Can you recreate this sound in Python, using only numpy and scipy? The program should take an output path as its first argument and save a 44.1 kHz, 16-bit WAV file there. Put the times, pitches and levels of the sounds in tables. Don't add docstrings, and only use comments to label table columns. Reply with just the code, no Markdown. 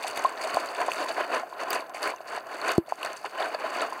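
import sys
import numpy as np
from scipy import signal
from scipy.fft import rfft, irfft
from scipy.io import wavfile
from scipy.ndimage import uniform_filter1d

SR = 44100
rng = np.random.default_rng(int(sys.argv[2]) if len(sys.argv) > 2 else 0)


def master_out(mix):
    frames = np.transpose(np.atleast_2d(mix))
    ceiling = np.clip(frames, -1, 1)
    pcm = np.round(ceiling * 32767).astype(np.int16)
    wavfile.write(sys.argv[1], SR, pcm)


N = 176400

BUBBLE_CUT_HZ, BUBBLE_HIGH_HZ = 410, 3010
SNAP_DECAY_S = 0.00072


def undb(db):
    return 10 ** (np.asarray(db) / 20)


def unit(x):
    return x / np.sqrt(np.mean(x ** 2))


def add(out, start_s, sound):
    i = max(int(start_s * SR), 0)
    part = out[i:i + len(sound)]
    part += sound[:len(part)]


def cut(x, hz, kind, order):
    return signal.sosfilt(signal.butter(order, hz, kind, fs=SR, output="sos"), x)


def colour(x, points):
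    hz, db = np.array(points, float).T
    bins_hz = np.maximum(np.fft.rfftfreq(N, 1 / SR), 1)
    gain = undb(np.interp(np.log(bins_hz), np.log(hz), db))
    cepstrum = irfft(np.log(gain), N)
    cepstrum[1:N // 2] *= 2
    cepstrum[N // 2 + 1:] = 0
    return unit(irfft(rfft(x) * np.exp(rfft(cepstrum)), N))


def walk(rate_hz):
    span = max(int(SR / rate_hz), 1)
    return unit(uniform_filter1d(uniform_filter1d(rng.standard_normal(N), span), span))


def contacts(per_s, scatter_db):
    hit = rng.random(N) < per_s / SR
    polarity = np.sign(rng.standard_normal(N))
    return hit * polarity * undb(scatter_db * np.clip(rng.standard_normal(N), -2, 2))


def ring(hz, decay_s, attack_s, glide=0):
    t = np.arange(int(10 * decay_s * SR) + 2) / SR
    phase = 2 * np.pi * hz * t * (1 + glide * t / decay_s / 2)
    return np.sin(phase) * np.exp(-t / decay_s) * (1 - np.exp(-t / attack_s))


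def crack(top_hz):
    age = np.arange(SR // 20) / SR / SNAP_DECAY_S
    return cut(rng.standard_normal(len(age)) * age * np.exp(-age), top_hz, "low", order=2)


def grains(per_s, low_hz, high_hz, decay_cycles, scatter_db, glide=0):
    out, chance, pitch = np.zeros(N), rng.random(N), rng.random(N)
    strength = undb(scatter_db * np.clip(rng.standard_normal(N), -2, 2))
    for i in np.flatnonzero(chance < per_s / SR):
        hz = low_hz * (high_hz / low_hz) ** pitch[i]
        add(out, i / SR, strength[i] * ring(hz, decay_cycles / hz, 1 / hz, glide))
    return unit(cut(out, BUBBLE_CUT_HZ, "high", order=2))


def hiss():
    # frequency_hz, relative_db
    spectrum = [(30, -3), (200, 10), (1500, -3), (5000, -32), (10000, -7.5), (14500, -2.5), (16000, -15)]
    return undb(-65) * colour(rng.standard_normal(N), spectrum)


def room(direct, t60_s):
    t = np.arange(SR // 2) / SR
    tail = rng.standard_normal(len(t)) * np.exp(-np.log(1000) * t / t60_s)
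    return signal.fftconvolve(direct, tail / np.linalg.norm(tail))[:N]


def high_hiss(slosh):
    return slosh * undb(-25.5) * cut(rng.standard_normal(N), 6500, "high", order=1)


def squeak():
    # start_s, length_s, first_hz, last_hz, level_db
    whistle = (2.16, .034, 2950, 2450, -52)
    start_s, length_s, first_hz, last_hz, level_db = whistle
    out, hz = np.zeros(N), np.linspace(first_hz, last_hz, int(length_s * SR))
    tone = np.sin(2 * np.pi * np.cumsum(hz) / SR)
    add(out, start_s, undb(level_db) * tone * np.sqrt(np.hanning(len(hz))))
    return out


def bump(start_s):
    # pitch_hz, level_db, decay_ms
    modes = [(238, 2.5, 1.6), (337, -11.5, 10.3), (363, -15.5, 6.8), (550, -4, 0.72)]
    out = np.zeros(N)
    for pitch_hz, level_db, decay_ms in modes:
        add(out, start_s, -undb(level_db) * ring(pitch_hz, decay_ms / 1000, attack_s=.0013))
    return out


def snaps():
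    # start_s, pitch_hz, ring_db, crack_db
    impacts = [(.031, 2420, -16.5, -21), (0.0817, 7850, -20.5, -39), (0.0994, 2740, -18, -25),
               (0.1616, 4600, -25, -22), (0.175, 4550, -27, -16), (0.1933, 6400, -19, -31),
               (0.2396, 2710, -17, -19), (.44, 4500, -26, -29), (0.5088, 4250, -26, -33),
               (.544, 4560, -26, -15.5), (0.6002, 4730, -22, -27), (0.659, 7400, -28, -25),
               (0.6876, 4380, -23.5, -38), (.9175, 2600, -4.5, -21), (0.9349, 6340, -31, -18.5),
               (1.113, 4540, -23.5, -34.5), (1.705, 14600, -16, -18), (1.7055, 4850, -14, -31),
               (1.7303, 7900, -17, -14.5), (1.895, 4530, -39, -29), (2.029, 4600, -20, -16.5),
               (2.075, 2300, -6.5, -20), (2.1614, 6200, -29.5, -36), (2.363, 7900, -35, -31),
               (2.6148, 4280, -20, -28), (2.717, 6370, -34, -14), (2.7785, 6250, -35, -19.5),
               (3.03, 2770, -8.5, -23), (3.048, 7800, -23, -16.5), (3.0601, 4500, -27, -22.5),
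               (3.131, 6170, -30, -28), (3.169, 6100, -28, -41), (3.425, 3500, -15, -34),
               (3.5465, 4610, -18.5, -33)]
    out = np.zeros(N)
    for start_s, pitch_hz, ring_db, crack_db in impacts:
        add(out, start_s, undb(ring_db) * ring(pitch_hz, SNAP_DECAY_S, attack_s=2 / pitch_hz))
        add(out, start_s, undb(crack_db) * crack(top_hz=10000))
    return out


def plops():
    # start_s, pitch_hz, level_db, decay_ms
    pockets = [(.045, 766, -22.5, 5.1), (0.2474, 846, -8.5, 1.8), (0.2506, 1069, -13.5, 6.6),
               (.5701, 766, -3, 1.07), (.814, 996, -20.5, 3.7), (.8828, 670, -9, 1), (.8885, 930, -9, 0.9),
               (1.3035, 660, -23, 3.1), (1.433, 720, -25.5, 4.5), (1.5265, 960, -22.5, 1.7),
               (1.946, 685, -24, 2.1), (2.137, 964, -26.5, 3.5), (2.205, 705, -24.5, 1.4),
               (2.377, 750, -16.5, 1.2), (2.882, 680, -26, 1.3), (2.9222, 825, -10, 1.55),
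               (3.245, 900, -20, 1.8), (3.547, 576, -24.5, 2.5), (3.641, 665, -19.5, 2.5),
               (3.924, 1000, -23.5, 2.9)]
    out = np.zeros(N)
    for start_s, pitch_hz, level_db, decay_ms in pockets:
        film = undb(level_db - 21) * crack(BUBBLE_HIGH_HZ)
        note = -undb(level_db) * ring(pitch_hz, decay_ms / 1000, attack_s=0.00033, glide=0.0074)
        add(out, start_s, film)
        add(out, start_s, note)
    return cut(out, BUBBLE_CUT_HZ, "high", order=3)


def shells():
    # frequency_hz, relative_db
    spectrum = [(300, -15), (1500, 7), (2700, 11.5), (3600, -11), (4600, 8), (6000, 5), (9000, 1.5),
                (12000, -11.5), (16000, -12)]
    clumps = undb(5 * np.clip(walk(rate_hz=310), -2, 2))
    rustle = colour(contacts(per_s=5500, scatter_db=4.5) * clumps, spectrum)
    ticks = grains(per_s=450, low_hz=1890, high_hz=10500, decay_cycles=1.5, scatter_db=7)
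    catching = unit(undb(3 * walk(rate_hz=66)))
    return (undb(0.5) * rustle + ticks) * catching


def water():
    # frequency_hz, relative_db
    spectrum = [(40, -15), (110, -34.5), (190, -20), (290, -2.5), (550, 1.5), (850, -1), (1500, 2.5),
                (2100, -8), (2900, -6.5), (3600, -18), (4600, -17.5), (6000, -25), (10000, -30),
                (16000, -42)]
    wet_contacts = contacts(per_s=9000, scatter_db=3)
    gurgle = undb(1.8 * walk(rate_hz=130))
    swish = colour(wet_contacts * gurgle, spectrum)
    bubbles = grains(per_s=240, low_hz=596.7, high_hz=BUBBLE_HIGH_HZ,
                     decay_cycles=4.3, scatter_db=4, glide=0.036)
    return undb(-2.5) * swish + undb(-8) * bubbles


def paddle():
    # time_s, slosh_db, crackle_db
    idle_motion = [(0, -39.5, -53.5), (.4, -38.5, -73), (.75, -37.5, -48.5), (1.3, -40.5, -50),
                   (1.5, -43.5, -62.5), (1.91, -43.5, -67), (2.2, -48.5, -62), (2.44, -42.5, -72),
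                   (2.76, -40, -70), (2.81, -51.5, -79), (2.97, -52.5, -54.5), (3.3, -48.5, -56.5),
                   (3.5, -43, -58), (4, -39, -55.5)]
    # peak_s, rise_s, fall_s, swish_db, crackle_db
    strokes = [(.06, 0.042, 0.1, -38.5, -45), (.185, 0.026, 0.047, -33.5, -43),
               (.275, 0.026, 0.065, -39.5, -47.5), (.45, 0.057, 0.051, -40, -45.5),
               (.56, 0.089, 0.087, -32, -43), (.82, 0.047, 0.047, -32, -49),
               (.915, 0.074, 0.0074, -36, -48), (1.014, 0.039, 0.028, -30, -50),
               (1.11, 0.029, 0.012, -31.5, -62), (1.195, 0.024, 0.039, -27.5, -68),
               (1.346, 0.026, 0.036, -25.5, -47), (1.624, 0.037, 0.014, -34, -53),
               (1.739, 0.049, 0.043, -28, -47.5), (1.962, 0.011, 0.022, -39, -45),
               (2.055, 0.024, 0.034, -25, -44), (2.3, 0.024, 0.059, -39.5, -49.5),
               (2.363, 0.04, 0.014, -32.5, -63), (2.556, 0.05, 0.012, -37.5, -51.5),
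               (2.693, 0.052, 0.037, -25.5, -40), (2.898, 0.0083, 0.02, -43, -52),
               (3.052, 0.038, 0.061, -32.5, -56), (3.257, 0.012, 0.013, -35.5, -49.5),
               (3.417, 0.042, 0.057, -29, -50), (3.545, 0.016, 0.008, -32, -68),
               (3.645, 0.057, 0.061, -34.5, -71), (3.761, 0.024, 0.035, -29.5, -47),
               (3.813, 0.013, 0.034, -28, -43), (3.95, 0.056, 0.11, -41.5, -62)]
    shape = 1.68
    crackle_width = 0.98
    t = np.arange(N) / SR
    time_s, *idle_db = np.array(idle_motion).T
    slosh, idle_crackle = (undb(np.interp(t, time_s, db)) for db in idle_db)
    swish_power, crackle_power = 0, idle_crackle ** 2
    for peak_s, rise_s, fall_s, swish_db, crackle_db in strokes:
        away = np.abs(t - peak_s) / np.where(t < peak_s, rise_s, fall_s)
        swish_power += np.exp(-away ** shape) * undb(swish_db) ** 2
        crackle_power += np.exp(-(away / crackle_width) ** shape) * undb(crackle_db) ** 2
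    return slosh, np.sqrt(swish_power), np.sqrt(crackle_power)


def scene():
    slosh, swish, crackle = paddle()
    settling = slosh * cut(water(), 1770, "low", order=2)
    direct = settling + high_hiss(slosh) + swish * water() + crackle * shells()
    direct += plops() + snaps() + squeak()
    reflections = undb(-18) * room(direct, t60_s=0.096)
    return (direct + reflections + bump(start_s=2.7811) + hiss())[None]


def record(dry):
    # centre_hz, width_hz, gain_db
    resonances = [(672.7, 108, 7.5), (1038, 56, 7), (4440, 416, 9)]
    null_centres = [3190, 4075, 5130, 5680, 7125, 8190]
    null_widths = [248, 262, 553, 426, 239, 50]
    x = cut(dry, 79, "high", order=3)
    for centre_hz, width_hz, gain_db in resonances:
        band = signal.lfilter(*signal.iirpeak(centre_hz, centre_hz / width_hz, SR), x)
        x = x + (undb(gain_db) - 1) * band
    for centre_hz, width_hz in zip(null_centres, null_widths):
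        x = signal.lfilter(*signal.iirnotch(centre_hz, centre_hz / width_hz, SR), x)
    treble_cut = signal.ellip(10, .2, 80, 15900, fs=SR, output="sos")
    return signal.sosfilt(treble_cut, x)


dry = scene()
out = record(dry)
master_out(out)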